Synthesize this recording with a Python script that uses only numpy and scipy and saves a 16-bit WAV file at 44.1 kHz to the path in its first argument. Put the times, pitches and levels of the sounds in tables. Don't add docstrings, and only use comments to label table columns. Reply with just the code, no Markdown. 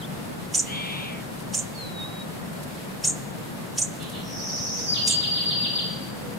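import sys
import numpy as np
from scipy import signal
from scipy.fft import rfft, irfft
from scipy.io import wavfile

SR = 44100
rng = np.random.default_rng(int(sys.argv[2]) if len(sys.argv) > 2 else 0)


def dump_mix(stems):
    frames = np.atleast_2d(stems).T
    limited = np.clip(frames, -1, 1)
    pcm = np.round(limited * 32767).astype(np.int16)
    wavfile.write(sys.argv[1], SR, pcm)


N = 281358
TIME = np.arange(N) / SR


def from_db(db):
    return 10 ** (np.asarray(db) / 20)


def at_hz(points, hz):
    known, values = np.transpose(points)
    return np.interp(np.log(hz + 1), np.log(known), values)


def in_time(rows):
    times, hz, db = np.transpose(rows)
    gate = np.clip(np.minimum(TIME - times[0], times[-1] - TIME) / .002, 0, 1)
    return np.interp(TIME, times, hz), gate * from_db(np.interp(TIME, times, db))


def swell(start, end, attack, release):
    return np.clip(np.minimum((TIME - start) / attack, (end - TIME) / release), 0, 1)


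def since(start):
    return np.maximum(TIME - start, 0)


def drift(rate_hz):
    lowpass = signal.butter(2, rate_hz, fs=SR, output="sos")
    wander = signal.sosfilt(lowpass, rng.standard_normal(N + SR))[SR:]
    return wander / np.sqrt(np.mean(wander ** 2))


def tone(hz):
    return np.sqrt(2) * np.sin(2 * np.pi * np.cumsum(hz) / SR)


def pan(lean_db):
    return from_db(np.array([[.5], [-.5]]) * lean_db)


def glides(notes, settle=1.4, attack=.1, release=.5):
    out = np.zeros(N)
    for start, length, from_hz, to_hz, level_db in notes:
        u = np.linspace(0, 1, int(length * SR))
        envelope = u ** attack * (1 - u) ** release
        note = tone(to_hz + (from_hz - to_hz) * (1 - u) ** settle) * envelope / envelope.max()
        at = int(start * SR)
        out[at:at + len(u)] += from_db(level_db) * note[:N - at]
    return out


def repeated(shape, onsets, vary_db, detune):
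    notes = np.array([(start + after, length, from_hz, to_hz, db + note_db)
                      for start, db in onsets for after, length, from_hz, to_hz, note_db in shape])
    pitch, strength = rng.standard_normal((len(notes), 2)).T
    notes[:, 2:4] *= 1 + detune * pitch[:, None]
    notes[:, 4] += vary_db * strength
    return notes


def steady_noise(spectrum):
    # f/Hz, coefficient before clipping
    likeness = [(60, 1.3), (160, 0.48), (300, 0), (1000, -0.04), (3500, -0.07), (6300, 0.1), (7400, 0.7),
                (15000, 13)]
    # f/Hz, left minus right/dB
    lean = [(60, 9), (160, 4), (300, -0.4), (3000, 1), (12000, 0)]
    hz = np.arange(N // 2 + 1) * SR / N
    mid, side = rfft(rng.standard_normal((2, N))) * from_db(at_hz(spectrum, hz))
    alike = np.clip(at_hz(likeness, hz), -.95, .99)
    spectra = np.sqrt(1 + alike) * mid + np.sqrt(1 - alike) * side * [[1], [-1]]
    ears = irfft(spectra * pan(at_hz(lean, hz)), N)
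    return ears / np.std(ears.mean(axis=0))


def scatter(x, t60):
    paths = rng.standard_normal((2, SR)) * from_db(-60 * TIME[:SR] / t60)
    echo = signal.fftconvolve(x[None], paths, axes=1)[:, :N]
    return echo * np.sqrt(np.sum(x ** 2) / np.sum(echo ** 2, axis=1, keepdims=True))


def trees(x, t60, wet_db, lean_db=0, lag=0):
    direct, wet = np.array([x, np.interp(TIME - lag, TIME, x)]), from_db(wet_db)
    return pan(lean_db) * (direct + wet * scatter(x, t60)) / np.sqrt(1 + wet ** 2)


def hum(level_db=-37):
    # f/Hz, relative level/dB
    spectrum = [(15, -54), (25, -48), (65, -20), (135, -2.5), (177, 0.5), (334, -9), (422, -11),
                (479, -9.5), (1900, -20.5), (2470, -41.5), (4180, -120)]
    return from_db(level_db + .5 * drift(4.2)) * steady_noise(spectrum)


def air(level_db=-46.5):
    # f/Hz, relative level/dB
    spectrum = [(880, 1), (1500, -24), (2050, 2), (3190, -1), (3450, -1), (4240, -2.5), (5920, -7),
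                (10300, -8), (13500, -10), (15600, -17.5)]
    return from_db(level_db + .74 * drift(8.7)) * steady_noise(spectrum)


def leaves(width_s=.0081):
    # t/s, level/dB
    ticks = [(1.405, -48), (1.425, -50), (2.286, -53), (2.535, -47), (2.636, -42), (2.757, -49),
             (4.03, -41), (4.10, -41.5), (4.125, -46)]
    # f/Hz, relative level/dB
    spectrum = [(1000, -20), (2500, 0), (4300, 3), (7000, -1), (11500, 2), (15000, -14)]
    envelope = sum(from_db(db) * np.exp(-np.abs(TIME - t) / width_s) for t, db in ticks)
    return envelope * steady_noise(spectrum)


def coos():
    # t/s, duration/s, start f/Hz, end f/Hz, level/dB
    notes = [(4.71, .14, 483, 481, -46.5), (6.22, 0.15, 497, 478, -43)]
    return trees(glides(notes, attack=.8, release=.45), t60=.3, wet_db=-9)


def far_birds():
    # t/s, level/dB
    calls = [(4.385, -46), (4.482, -43.5), (4.564, -43.5), (4.665, -45), (4.772, -44.5)]
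    # t/s from onset, duration/s, start f/Hz, end f/Hz, relative level/dB
    call_shape = [(0, .028, 4390, 4650, 2.5), (.029, 0.013, 3820, 3760, -3.5)]
    # t/s, duration/s, start f/Hz, end f/Hz, level/dB
    lone_notes = [(5.506, 0.029, 4600, 4240, -31), (5.572, 0.056, 2810, 2660, -40)]
    notes = [*repeated(call_shape, calls, vary_db=.6, detune=.006), *lone_notes]
    return trees(glides(notes, settle=1.2, attack=.4, release=.4), t60=.14, wet_db=8, lean_db=-1)


def slur():
    # t/s, f/Hz, level/dB
    contour = [(0, 4100, -45), (.016, 3800, -50), (.026, 3160, -39), (.035, 3080, -41), (.049, 3600, -42),
               (.069, 3000, -56)]
    hz, gain = in_time(contour)
    return trees(gain * tone(hz), t60=.02, wet_db=-1.5, lean_db=-5.5)


def whistle(jitter=.00203):
    # t/s, f/Hz, level/dB
    contour = [(1.745, 4550, -49), (1.78, 4330, -35.5), (1.845, 4040, -42), (1.92, 3940, -49.5),
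               (2.027, 3715, -36), (2.058, 3850, -42.5), (2.105, 3870, -50.5), (2.222, 3806, -44),
               (2.235, 3810, -59)]
    hz, gain = in_time(contour)
    voice = gain * tone(hz * (1 + jitter * drift(60)))
    early = trees(voice, t60=.02, wet_db=-4, lean_db=1.5, lag=.00003)
    return early + from_db(-7.5) * scatter(voice, t60=.46)


def hoarse_cry(rasp_hz=220, swing_hz=190, jitter_hz=100, upper_ratio=1.42, fade_db_per_s=27):
    # t/s, f/Hz, level/dB
    contour = [(.66, 2020, -50), (.74, 2300, -38), (.90, 2386, -37), (1.07, 2473, -38.5), (1.14, 2270, -43),
               (1.21, 2240, -49)]
    low, gain = in_time(contour)
    high = upper_ratio * low
    upper_db = 5.5 - fade_db_per_s * since(contour[0][0])
    rate = rasp_hz * (1 + .021 * drift(28))
    rasp = swing_hz * (tone(rate) + .48 * tone(rate / 2)) / np.sqrt(2)
    # f/Hz, relative level/dB
    bands = [(low, 0), (high, upper_db), ((low + high) / 2, -7), (4400, upper_db - 15), (low / 2, -13)]
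    voice = sum(from_db(db) * tone(hz + rasp + jitter_hz * drift(284)) for hz, db in bands)
    tremolo = 1 + .17 * tone(rate)
    return trees(gain * voice * tremolo, t60=.14, wet_db=-4, lean_db=2, lag=.000443)


def shaken_tone(centre_hz, swing, shake_hz, unevenness):
    shake = tone(shake_hz * (1 + .0385 * drift(24))) / np.sqrt(2)
    return tone(centre_hz + swing * (.84 * shake + unevenness * drift(508)))


def rasps(attack_s=.0053, release_s=.075):
    # t/s, duration/s, level/dB
    bursts = [(3.993, 0.11, -40), (4.13, 0.088, -37.5)]
    gain = sum(from_db(db) * swell(t, t + length, attack_s, release_s) for t, length, db in bursts)
    voice = shaken_tone(centre_hz=3420, swing=705, shake_hz=118.3, unevenness=.3)
    return trees(gain * voice, t60=.63, wet_db=9, lean_db=-2.5)


def long_buzz(start_s=4.2, end_s=4.957, level_db=-30.5, climb_hz_per_s=400):
    age = since(start_s)
    gain = from_db(level_db) * swell(start_s, end_s, attack=.28, release=.16)
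    centre_hz = 5550 + climb_hz_per_s * age
    voice = shaken_tone(centre_hz, swing=390 + 340 * age, shake_hz=87.9, unevenness=.262)
    return trees(gain * voice, t60=1, wet_db=9, lean_db=-1)


def trill(start_s=4.928, period_s=.1373, count=7, throb_db=5, bend_hz=30, waver_hz=28):
    # t/s from onset, duration/s, start f/Hz, end f/Hz, relative level/dB
    downstrokes = [(-.002, .026, 4700, 3095, -5.5), (0.021, .025, 4360, 2753, 3),
                   (.046, .016, 4500, 4050, -2.5), (.060, 0.024, 3950, 2700, -4),
                   (.076, 0.026, 4300, 2896, -11)]
    held_start_s, held_end_s = 4.85, 5.85
    hz = 4718 + 155 * np.exp(-np.abs(TIME - start_s) / .13)
    fade = from_db(-16.5 - 3 * since(held_start_s))
    gain = fade * swell(held_start_s, held_end_s, attack=.03, release=.067)
    cycle = 2 * np.pi * (TIME - start_s + .0088) / period_s
    throb = from_db(throb_db * (np.cos(cycle) - 2))
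    held = gain * throb * tone(hz - bend_hz * np.cos(cycle) + waver_hz * drift(87))
    syllables = [(start_s + k * period_s, -26) for k in range(count)]
    notes = repeated(downstrokes, syllables, vary_db=.6, detune=.012)
    strokes = glides(notes, settle=1.2, attack=.7, release=.35)
    through_foliage = trees(strokes, t60=.1, wet_db=10)
    blurred = from_db(-4) * through_foliage + from_db(-2.4) * scatter(strokes, t60=.77)
    ringing = trees(held, t60=1, wet_db=2.5, lean_db=1.8, lag=.0001)
    return ringing + pan(-1.4) * blurred


def near_bird(flutter=.036, overtone_db=-38, hiss_s=.011, twigs_db=-3.6, trunks_db=-17):
    # t/s, relative flick level/dB, relative arch level/dB, left minus right/dB
    chips = [(.548, -18.5, -17, -2), (1.544, -20, -22, -3), (3.047, -19.5, -17.5, 0),
             (3.784, -18, -20.5, -1.5), (5.076, -16.5, -20.5, -3)]
    # t/s from the chip, f/Hz, relative level/dB
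    flick = [(-.010, 2306, -18), (-.004, 3700, -18), (-.002, 5350, -19), (0, 6470, 4.5), (.004, 7270, -4),
             (.008, 9360, -6.5), (.015, 10000, -14)]
    # t/s from the chip, f/Hz, relative level/dB
    arch = [(-.009, 5520, -8.5), (.002, 5730, -1.5), (.006, 6625, 3.5), (.011, 8000, -1.5),
            (.018, 8860, -6), (.030, 8415, -5), (.046, 8300, -4), (.055, 7370, -2.5), (.064, 7200, -16)]
    # t/s, duration/s, start f/Hz, end f/Hz, relative level/dB
    scoops = [(.578, .005, 6800, 7300, -12.5), (.592, 0.012, 5370, 7230, -14),
              (1.569, .004, 6750, 7240, -20), (1.577, .005, 6700, 7240, -19),
              (1.589, 0.0075, 5750, 7100, -18), (3.073, .007, 6100, 7100, -13),
              (3.081, .005, 6650, 7600, -14), (3.094, 0.0085, 6250, 6980, -15.5),
              (3.817, 0.014, 5680, 7230, -14), (5.099, 0.0045, 6800, 7200, -18),
              (5.108, 0.0053, 6930, 7660, -14), (5.122, 0.0088, 6200, 6940, -20)]
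    # f/Hz, relative level/dB
    hiss_spectrum = [(1500, -13), (2800, -4), (4500, -4), (6500, 8), (10000, 2.5), (12000, -10),
                     (15500, -15)]
    quiver = 1 + flutter * drift(1097)
    voiced = glides(scoops, settle=2.06, attack=.29, release=.61)
    hiss = np.zeros(N)
    for t, flick_db, arch_db, _ in chips:
        for shape, level_db in ((arch, arch_db), (flick, flick_db)):
            hz, gain = in_time([(t + after, hz, level_db + db) for after, hz, db in shape])
            voiced += gain * (tone(hz * quiver) + from_db(overtone_db) * tone(2 * hz * quiver))
            hiss += from_db(-22) * gain
        hiss += from_db(flick_db - 14) * np.exp(-np.abs(TIME - t) / hiss_s)
    direct = from_db(-5) * voiced + hiss * steady_noise(hiss_spectrum)[0]
    twigs = from_db(twigs_db) * scatter(direct, t60=.14)
    trunks = from_db(trunks_db) * scatter(direct, t60=.74)
    mid, side = twigs + trunks
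    side = from_db(-1) * signal.sosfilt(signal.butter(2, 6200, fs=SR, output="sos"), side)
    times, *_, leans_db = np.transpose(chips)
    return (direct + mid + side * [[1], [-1]]) * pan(np.interp(TIME, times, leans_db))


def scene():
    background = far_birds() + coos() + hum() + air()
    birds = near_bird() + slur() + whistle() + hoarse_cry() + rasps() + long_buzz() + trill()
    return background + birds + leaves()


def record(dry, cutoff_hz=15750):
    return signal.sosfilt(signal.ellip(12, .1, 80, cutoff_hz, fs=SR, output="sos"), dry)


dry = scene()
out = record(dry)
dump_mix(out)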